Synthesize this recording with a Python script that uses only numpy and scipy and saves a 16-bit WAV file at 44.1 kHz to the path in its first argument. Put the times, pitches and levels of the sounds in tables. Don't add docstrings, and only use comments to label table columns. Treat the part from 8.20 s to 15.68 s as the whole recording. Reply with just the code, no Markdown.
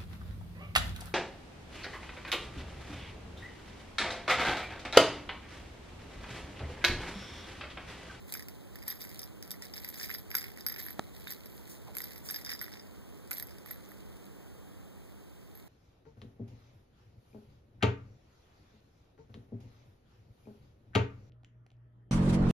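import sys
import numpy as np
from scipy import signal
from scipy.fft import rfft, irfft
from scipy.io import wavfile

SR = 44100
rng = np.random.default_rng(int(sys.argv[2]) if len(sys.argv) > 2 else 0)


def file_out(sig):
    cols = np.atleast_2d(sig).T
    lim = np.clip(cols, -1, 1)
    pcm = np.round(lim * 32767).astype(np.int16)
    wavfile.write(sys.argv[1], SR, pcm)


N = 329868
TIME = np.arange(N) / SR

# (time [s], crack level [dB], hollow knock level [dB], low ring level [dB], high ring level [dB])
BEAD_STRIKES = [(0.0918, -50, -45, -69, -60), (0.1231, -24.5, -41, -56, -37), (0.1391, -28, -36, -48, -39),
                (0.1516, -40, -28, -53.5, -54.0), (0.1718, -39, -43, -54, -50),
                (0.1945, -36, -29.5, -54, -56.5), (0.224, -41.5, -37, -57, -50),
                (0.2846, -35, -36.5, -50.5, -47), (0.5569, -38.5, -34.5, -58, -55),
                (0.5869, -50, -41, -62, -59), (0.6218, -54, -37, -61, -63), (0.6267, -45, -41, -59, -56),
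                (0.636, -47, -41, -65, -61), (0.6679, -49, -41, -59, -59), (0.6815, -30, -41, -52, -34),
                (0.702, -49, -35, -45, -38.5), (0.709, -37, -46, -46.5, -53),
                (0.714, -37, -31, -50.5, -59.0), (0.724, -50, -45, -64, -45), (0.7574, -57, -42, -60, -47),
                (0.807, -46, -39, -55, -52), (0.815, -43.0, -56.0, -48, -43), (0.82, -41, -49, -51, -42),
                (0.8402, -39, -35, -75.5, -49), (0.8498, -39, -34, -58, -57), (0.8925, -42, -49, -58, -53),
                (0.9012, -47, -48, -62, -57), (0.9925, -31, -59, -42.5, -54), (1.0174, -41, -40, -55, -43),
                (1.0312, -40, -48, -46, -67.5), (1.039, -38, -35, -66, -47),
                (1.2257, -33.5, -36, -48, -68.5), (1.277, -46, -52, -64, -54), (1.3068, -28, -44, -42, -55),
                (1.315, -30, -42, -45, -39), (1.3408, -55, -36, -66, -62), (1.4221, -35.5, -33.5, -49, -67),
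                (1.4528, -38, -44, -51, -69.5), (1.5375, -40, -35, -42.5, -59.5),
                (1.567, -41, -38.0, -58, -49), (1.57, -41, -39, -53, -44), (1.5778, -44, -39, -44, -59.5),
                (1.646, -32.5, -31, -45.5, -50), (1.6879, -36, -36, -60, -35.5),
                (1.7435, -48, -39, -53, -50), (1.757, -50, -38, -51, -51), (1.798, -42, -28, -44.5, -65.5),
                (1.831, -44, -55, -42, -40), (1.8445, -36, -31, -50, -53), (1.859, -46, -40, -57, -44),
                (1.8943, -49.0, -29.5, -49, -46), (1.902, -43.5, -27, -51, -52.5),
                (1.912, -50, -24, -57, -43.5), (1.9298, -43, -44, -61, -53), (1.941, -42, -52, -44, -36.5),
                (1.9482, -52, -26.5, -52, -45), (1.9842, -50, -46, -54, -44), (2.1036, -41, -39, -54, -44),
                (2.1143, -38, -28, -51.5, -47), (2.1436, -43, -21.5, -55, -42),
                (2.1515, -21.5, -15.5, -33.5, -24.5), (2.1582, -37.5, -45, -58, -42.5),
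                (2.1692, -27, -31, -52, -34), (2.1784, -34, -25, -56, -52.0),
                (2.1836, -31, -28, -42.5, -37.5), (2.2096, -35, -52, -47.0, -62.5),
                (2.217, -35, -31, -65.5, -63.0), (2.2276, -41, -33, -61, -41),
                (2.2408, -38, -27, -54, -68.0), (2.3733, -43, -35, -70, -63), (2.387, -47.5, -37, -64, -57),
                (2.408, -39, -42, -48, -68.5), (2.4644, -27.5, -26.5, -36, -28),
                (2.4861, -34, -36, -54, -30.5), (2.4953, -49, -42, -66, -48), (2.5218, -54, -44, -67, -41),
                (2.5617, -46, -29, -51, -46), (2.5703, -56, -41, -69, -49), (2.5835, -54, -36.5, -68, -45),
                (2.5995, -43, -30.5, -54, -45), (2.6257, -52, -51, -67.0, -44.5),
                (2.6318, -45, -46, -55, -40), (2.652, -48, -38, -65, -43), (2.664, -53, -33, -78.5, -36.5),
                (2.671, -56, -48.5, -70, -53), (2.6842, -57, -30.5, -53, -49),
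                (2.706, -52, -33, -66, -38.5), (2.9989, -45, -54, -69, -64), (3.0063, -49, -59, -66, -54),
                (3.071, -59, -30, -58, -57.5), (3.0754, -53, -56.5, -69, -51), (3.1052, -34, -38, -52, -38),
                (3.1123, -46, -37.5, -51, -44.0), (3.122, -37, -34, -51, -39), (3.2583, -45, -41, -59, -51),
                (3.476, -44, -40, -73, -61), (3.7515, -38.0, -37, -64.5, -44),
                (3.7685, -29.5, -29.5, -67, -34), (3.7836, -28, -46, -51, -39), (3.804, -36, -23, -60, -40),
                (3.8182, -33, -52.5, -47, -44), (3.841, -38, -53, -51, -39), (3.9076, -41, -40, -63, -61),
                (3.9335, -45, -46, -60, -55), (3.96, -45, -42, -60, -57), (3.9793, -43, -48, -58, -46),
                (4.0878, -35, -32, -38, -57.5), (4.1001, -36, -32.5, -42, -72.0),
                (4.109, -31, -29.5, -59, -33), (4.1433, -40, -29, -39.5, -41.5),
                (4.1605, -34, -32, -40.5, -38.5), (4.2121, -41, -38, -53, -61),
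                (4.2479, -36, -34, -43.5, -53), (4.262, -35, -38, -43.5, -67),
                (4.293, -39, -29, -40.5, -54), (4.3028, -33, -27, -62.5, -52.5),
                (4.3166, -37, -29, -41, -43), (4.3346, -31.5, -41, -44, -54.0),
                (4.3497, -47, -34, -52, -50), (4.392, -42, -50, -46, -61.5), (4.4135, -34.5, -25, -49, -40),
                (4.4215, -56.5, -55, -68, -38), (4.442, -53.0, -36, -47.5, -43),
                (4.4634, -47, -32, -65, -54), (4.5283, -56, -43, -52, -67), (4.5395, -58, -39, -62, -67),
                (4.5548, -62, -40, -64, -75), (4.5952, -61, -47, -52, -71), (5.0755, -47, -55, -67, -72),
                (5.1101, -27.5, -28.5, -50, -39), (5.1145, -29, -26.5, -63.5, -40),
                (5.131, -27.5, -33, -52, -48.5), (5.138, -45, -33, -62, -40), (5.149, -49, -43, -69.5, -43),
                (5.171, -32, -42.5, -67.0, -50.5), (5.182, -45, -42.5, -56, -37),
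                (5.1982, -26, -29, -61, -48.0), (5.225, -45, -34.5, -52.5, -36.5),
                (5.27, -44, -48, -65, -49), (5.3095, -47, -42, -59, -72), (5.3835, -46, -47, -62, -77.0),
                (5.46, -43, -35, -65, -50), (5.4854, -49, -40, -67, -54), (5.5089, -44.0, -30, -60, -39),
                (5.512, -42, -33.5, -72, -36), (5.5581, -58, -41, -75, -60), (5.6497, -47, -54, -65, -70),
                (5.6894, -52, -45, -73.0, -53), (5.7172, -52, -40, -79, -52), (6.055, -46, -47, -77, -68),
                (7.352, -59, -42, -72, -51), (7.374, -62, -49, -77, -53)]
# (pitch [Hz], relative level [dB], time to fall by 60 dB [s])
SHELL_MODES = [(3693, -7, 0.03), (5005, -3.5, 0.037), (5046, -2, 0.056), (5660, -5.5, 0.042),
               (10900, -16, 0.028), (11370, -4, 0.035), (12200, -14, 0.017), (12440, -8, 0.12),
               (12440, 0.5, 0.031), (12670, -6, 0.012), (13050, -5, 0.011), (13600, -7, 0.0052),
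               (15300, -10, 0.005)]
# (pitch [Hz], relative level [dB], time to fall by 60 dB [s])
HOLLOW_MODES = [(1510, -14, 0.005), (1674, -6, 0.0063), (1873, -4, 0.0078), (2154, -6, 0.0065),
                (2400, -11, 0.0013)]
# (start [s], length [s], rub on the wool [dB], knocking of the bead [dB], jingle [dB])
CAT_MOVES = [(0.077, 0.12, -58, -51, -60), (0.552, 0.12, -66, -50, -68), (0.679, 0.014, -50.5, -30, -35.5),
             (0.805, 0.025, -53, -37.5, -50), (0.91, 0.1, -57, -56, -59), (1.245, 0.083, -61, -49, -61),
             (1.426, 0.018, -53.5, -57, -64), (1.546, 0.13, -55.5, -43, -47.5),
             (1.726, 0.063, -55.5, -44, -53), (1.793, 0.055, -51.5, -32.5, -54),
             (1.884, 0.067, -53, -51, -48), (2.135, 0.13, -58, -37, -49), (2.373, 0.012, -63, -43, -58),
             (2.501, 0.019, -51, -29.5, -55), (2.597, 0.0092, -45.5, -35, -39),
             (2.646, 0.047, -55, -46, -51), (2.948, 0.093, -60.5, -72, -64), (3.072, 0.01, -53.5, -52, -54),
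             (3.108, 0.022, -51, -60, -57), (3.233, 0.16, -78, -68, -58), (3.75, 0.13, -55.5, -44, -51),
             (3.887, 0.073, -60.5, -43.5, -52), (4.064, 0.14, -57, -43.5, -52),
             (4.268, 0.052, -51, -34, -51), (4.398, 0.09, -57.5, -47, -67), (4.512, 0.059, -65, -38, -77),
             (5.118, 0.067, -56, -53, -52), (5.273, 0.038, -70, -50, -75), (5.462, 0.041, -61, -51, -70),
             (5.684, 0.034, -76, -60, -62)]
# (time [s], relative level [dB])
FIDGET_LEVEL = [(0.0, -65.5), (1.1, -71), (3.3, -63), (4.8, -69.5), (5.6, -66), (6.6, -76), (7.48, -67.5)]
# (time [s], relative level [dB])
BODY_THUDS = [(2.15, -39), (3.806, -57), (4.415, -47), (5.109, -47.5)]
# (start [s], length [s], pitch [Hz], level [dB])
CLAW_SCRAPES = [(0.131, 0.018, 2350, -48), (3.07, 0.014, 3770, -47), (5.648, 0.0062, 6100, -60)]
# (start [s], length [s], level [dB])
FUR_BRUSHES = [(0.082, 0.037, -60), (0.807, 0.023, -56), (1.784, 0.049, -48), (3.358, 0.032, -62),
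               (3.498, 0.023, -51.5), (4.052, 0.076, -50)]
# (time [s], relative level [dB])
ROOM_LEVEL = [(0.0, -57.5), (6.3, -57.5), (7.48, -60.5)]
# (pitch [Hz], level around which it wavers [dB])
HUM_TONES = [(199.2, -62.5), (402, -72)]
# (frequency [Hz], gain [dB])
CRACK_SPECTRUM = [(300, -12), (1200, -26.5), (2000, -10), (2800, -18), (4000, -7), (6800, -7), (9200, -1),
                  (11000, -1), (13000, -4), (15300, -3)]
# (frequency [Hz], relative gain [dB])
THUD_SPECTRUM = [(80, -18), (200, -10), (450, 2), (900, -23), (1450, 11), (2200, -21), (6000, -32)]
# (frequency [Hz], relative gain [dB])
WOOL_SPECTRUM = [(300, -2), (1100, -26), (2000, 8.5), (2800, -3), (4000, 5), (6500, -5.5), (9200, 0.5),
                 (11000, -15), (13000, 2.5), (15300, -1.5)]
# (frequency [Hz], relative gain [dB])
FUR_SPECTRUM = [(1000, -28), (4000, -7), (6500, -1), (9000, 0), (12000, -3), (15000, 1.5)]
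# (frequency [Hz], relative gain [dB])
AIR_SPECTRUM = [(20, -23), (38, 2), (60, 7), (110, 1), (200, -0.5), (400, -3.5), (600, -10.5),
                (1000, -15.5), (1500, -19), (2450, -24.5), (3200, -24.5), (5000, -30), (9000, -28.5),
                (11000, -31.5), (15000, -28)]

HIGH_RING_FROM_HZ = 8000
DETUNE_STEP = 0.0028
REBOUND_S, REBOUND_LOSS_DB = 0.01, 14.5
MOVE_ATTACK_S, MOVE_RELEASE_S = 0.01, 0.042
PORT_LAG, HOLLOW_LAG = 16, 8
CUTOFF_HZ = 15500


def all_strikes(count=700, spread_db=5.5, vary_db=1.0, idle_db=-11.0):
    times = (np.arange(count) + rng.random(count)) / count * TIME[-1]
    chance = rng.standard_normal((count, 5))
    idle = from_db(np.interp(times, *np.transpose(FIDGET_LEVEL)) + idle_db)
    rub, knocking, jingle = (np.hypot(effort(times, CAT_MOVES, column=k), idle) for k in range(3))
    levels = 20 * np.log10(np.transpose([rub, knocking, knocking, jingle])) + [-2.0, -2.5, -23.0, -5.0]
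    levels = levels + spread_db * np.minimum(chance[:, :1], 1.5) + vary_db * chance[:, 1:]
    chatter = np.column_stack([times, levels])
    return np.vstack([BEAD_STRIKES, rebounds(), chatter])


def rebounds(count=2, vary_db=4.5):
    rows, out = np.array(BEAD_STRIKES), []
    for _ in range(count):
        gaps = REBOUND_S * (.5 + rng.random((len(rows), 1)))
        changes = vary_db * rng.standard_normal(rows[:, 1:].shape) - REBOUND_LOSS_DB
        rows = rows + np.hstack([gaps, changes])
        out.append(rows[rows[:, 0] < TIME[-1]])
    return np.vstack(out)


def cracks(strikes, crack_db=2.0, crack_s=0.00034, left_db=4.5, direct_db=-1.5):
    rise_s, skid_db, skid_s = .0001, -15.0, .0018
    times, db = strikes.T[:2]
    power = fade(clicks_at(times, from_db(db) ** 2), rise_s) / (rise_s * SR)
    envelope = np.sqrt(fade(power, crack_s) + from_db(skid_db) ** 2 * fade(power, skid_s))
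    direct = from_db(direct_db) * from_right(envelope * rng.choice([-1, 1], N))
    diffuse = lean(left_db) * envelope * rng.choice([-1, 1], (2, N))
    return from_db(crack_db) * colour(diffuse + direct, CRACK_SPECTRUM)


def knocks(strikes, knock_db=0.5, scatter_db=-14.0, vary_db=3.0):
    times, _, db = strikes.T[:3]
    out = np.zeros((2, N))
    for k, (hz, mode_db, t60) in enumerate(HOLLOW_MODES):
        chance = rng.standard_normal((len(times), 3))
        direct = (-1) ** k * clicks_at(times, from_db(db + mode_db + vary_db * chance[:, 0]))
        scatter_size = from_db(db + mode_db + scatter_db)
        scattered = np.array([clicks_at(times, scatter_size * c) for c in chance.T[1:]])
        out += ring(np.array([direct, late(direct, HOLLOW_LAG)]) + scattered, hz, t60)
    return from_db(knock_db) * no_bass(out)


def shell(strikes, low_db=4.0, high_db=0.5, right_db=-13.0, vary_db=2.0):
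    times, _, _, low, high = strikes.T
    push = rng.choice([-1, 1], len(times))
    out = np.zeros((2, N))
    for hz, mode_db, t60 in SHELL_MODES:
        chance = rng.standard_normal((len(times), 2))
        detunings = rng.integers(-2, 3, len(times))
        db = high + high_db if hz > HIGH_RING_FROM_HZ else low + low_db
        size = push * from_db(db + mode_db + vary_db * chance[:, 0])
        for step in range(-2, 3):
            chosen = size * (detunings == step)
            left = clicks_at(times, chosen)
            right = clicks_at(times, from_db(right_db) * chosen * chance[:, 1])
            out += ring(np.array([left, right]), hz * (1 + step * DETUNE_STEP), t60)
    return no_bass(out)


def no_bass(x, edge_hz=1070.0):
    return signal.sosfilt(signal.butter(2, edge_hz, "high", fs=SR, output="sos"), x)


def thuds(thud_s=0.0043):
    times, db = np.transpose(BODY_THUDS)
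    envelope = np.sqrt(fade(clicks_at(times, from_db(db) ** 2), thud_s))
    return envelope * rms_one(colour(rng.standard_normal((2, N)), THUD_SPECTRUM))


def wool(direct_db=-6.0, left_db=-4.5):
    rub_db, snag_db, patchy_db = -6.5, -3.3, 1.5
    snag_s, snags_per_s, snag_spread_db = .0003, 200, 3.2
    snags = rms_one(np.sqrt(fade(grains(snags_per_s, snag_spread_db) ** 2, snag_s)))
    direct = from_db(direct_db) * from_right(rng.standard_normal(N))
    slips = lean(left_db) * rng.standard_normal((2, N)) + direct
    hiss = from_db(rub_db) * rms_one(colour(slips, WOOL_SPECTRUM))
    snaps = from_db(snag_db) * rms_one(colour(slips * snags, WOOL_SPECTRUM))
    return rubbing() * from_db(patchy_db * drift(rate=58)) * (hiss + snaps)


def rubbing():
    coarse_s = TIME[::64]
    moves = np.interp(TIME, coarse_s, effort(coarse_s, CAT_MOVES, column=0))
    return np.hypot(moves, from_db(in_time(FIDGET_LEVEL)))


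def effort(seconds, moves, column):
    power = 0
    for start, length, *levels in moves:
        rise = np.exp(np.minimum(seconds - start, 0) / MOVE_ATTACK_S)
        fall = np.exp(-np.maximum(seconds - start - length, 0) / MOVE_RELEASE_S)
        power = power + (from_db(levels[column]) * rise * fall) ** 2
    return np.sqrt(power)


def scrapes(t60=0.011, slips_per_s=700, slip_spread_db=1.5):
    out = np.zeros(N)
    for start, length, hz, db in CLAW_SCRAPES:
        slips = grains(slips_per_s, slip_spread_db)
        dragging = (TIME > start) & (TIME < start + length)
        out += from_db(db) * ring(slips * dragging, hz, t60) / np.std(ring(slips, hz, t60))
    return np.array([out, np.zeros(N)])


def fur():
    hiss = rms_one(colour(rng.standard_normal((2, N)), FUR_SPECTRUM))
    return effort(TIME, FUR_BRUSHES, column=0) * hiss


def swish(swish_db=-55.5, from_hz=860.0, to_hz=479.0, width_hz=280.0):
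    at_s, width_s = 3.696, .019
    envelope = np.exp(-.5 * ((TIME - at_s) / width_s) ** 2)
    hz = np.interp(TIME, [at_s - width_s, at_s + width_s / 4], [from_hz, to_hz])
    noise = rng.standard_normal(N) + 1j * rng.standard_normal(N)
    spread = signal.lfilter(*signal.butter(2, width_hz, fs=SR), noise)
    band = np.real(spread * np.exp(2j * np.pi * np.cumsum(hz) / SR))
    return from_db(swish_db) * envelope * rms_one(band)


def pop(pop_db=-18.0, length_s=0.00195, droop_hz=71.0, dull_hz=3420.0, ring_hz=594.0, ring_db=-13.5):
    start, sag_s, fizz_db = 2.7938, .0045, -12.0
    age = np.maximum(TIME - start, 0)
    wobble = from_db(ring_db) * np.sin(2 * np.pi * ring_hz * age)
    fizz = from_db(fizz_db) * rng.standard_normal((2, N))
    pulse = (age > 0) * (age < length_s) * np.exp(-age / sag_s)
    band = signal.butter(1, [droop_hz, dull_hz], "band", fs=SR)
    return from_db(pop_db) * signal.lfilter(*band, pulse * (1 + wobble + fizz))


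def reflections(x, wet_db=-14.5, t60=.16):
    t = TIME[:SR // 3]
    tail = rng.standard_normal((2, len(t))) * from_db(-60 * t / t60) * (t > .004)
    tail /= np.sqrt(np.sum(tail ** 2, axis=1, keepdims=True))
    return from_db(wet_db) * signal.fftconvolve(x, tail, axes=1)[:, :N]


def room_noise(air_db=8.0, shared_hz=214.0, direct_db=-12.5, left_db=9.5):
    shared = signal.lfilter(*signal.butter(2, shared_hz, fs=SR), rng.standard_normal(N))
    direct = from_db(direct_db) * from_right(rng.standard_normal(N))
    air = lean(left_db) * rng.standard_normal((2, N)) + shared + direct
    return from_db(in_time(ROOM_LEVEL) + air_db) * rms_one(colour(air, AIR_SPECTRUM))


def hum(waver_share=.005, waver_db=3.0):
    out = np.zeros(N)
    for hz, db in HUM_TONES:
        phase = 2 * np.pi * np.cumsum(hz * (1 + waver_share * drift(rate=14))) / SR
        out += np.sqrt(2) * from_db(db + waver_db * drift(rate=9.9)) * np.sin(phase)
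    return np.array([out, out])


def from_db(db):
    return 10 ** (np.asarray(db) / 20)


def rms_one(x):
    return x / np.sqrt(np.mean(x ** 2) + 1e-20)


def in_time(rows):
    return np.interp(TIME, *np.transpose(rows))


def drift(rate):
    knots = rng.standard_normal(int(N / SR * rate) + 2)
    return rms_one(np.interp(TIME * rate, np.arange(len(knots)), knots))


def colour(x, spectrum):
    size = 4096
    hz, db = np.transpose(spectrum)
    bins_hz = np.arange(size // 2 + 1) * SR / size
    gain = from_db(np.interp(np.log(bins_hz + 1), np.log(hz), db))
    cepstrum = irfft(np.log(gain))
    cepstrum[1:size // 2] *= 2
    cepstrum[size // 2 + 1:] = 0
    impulse = irfft(np.exp(rfft(cepstrum)))
    return signal.fftconvolve(np.atleast_2d(x), impulse[None], axes=1)[:, :N]


def ring(clicks, hz, t60):
    r, w = from_db(-60 / (t60 * SR)), 2 * np.pi * hz / SR
    return signal.lfilter([0, np.sin(w)], [1, -2 * r * np.cos(w), r * r], clicks + 1e-18)


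def clicks_at(times, sizes):
    out = np.zeros(N)
    out[np.round(times * SR).astype(int)] = sizes
    return out


def grains(per_s, spread_db):
    sizes = from_db(spread_db * np.minimum(rng.exponential(1, N), 4)) * rng.choice([-1, 1], N)
    return rms_one(sizes * (rng.random(N) < per_s / SR))


def fade(clicks, seconds):
    return signal.lfilter([1], [1, -np.exp(-1 / (seconds * SR))], clicks + 1e-18)


def late(x, lag=PORT_LAG):
    return np.concatenate([np.zeros_like(x[..., :lag]), x[..., :-lag]], axis=-1)


def from_right(x):
    return np.array([late(x), x])


def lean(left_db):
    return rms_one(from_db([[left_db / 2], [-left_db / 2]]))


def scene():
    strikes = all_strikes()
    ball = cracks(strikes) + knocks(strikes) + shell(strikes) + thuds()
    play = ball + wool() + scrapes() + fur() + swish()
    return play + reflections(play) + pop() + room_noise() + hum()


def record(dry, left_db=-0.5):
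    cross, bass_hz, left_bass_db = .985, 1500, -1.2
    left, right = dry - cross * late(dry[::-1])
    left_bass = signal.filtfilt(*signal.butter(2, bass_hz, fs=SR), left)
    left = from_db(left_db) * (left + (from_db(left_bass_db) - 1) * left_bass)
    return signal.sosfilt(signal.ellip(10, .2, 70, CUTOFF_HZ, fs=SR, output="sos"), [left, right])


dry = scene()
out = record(dry)
file_out(out)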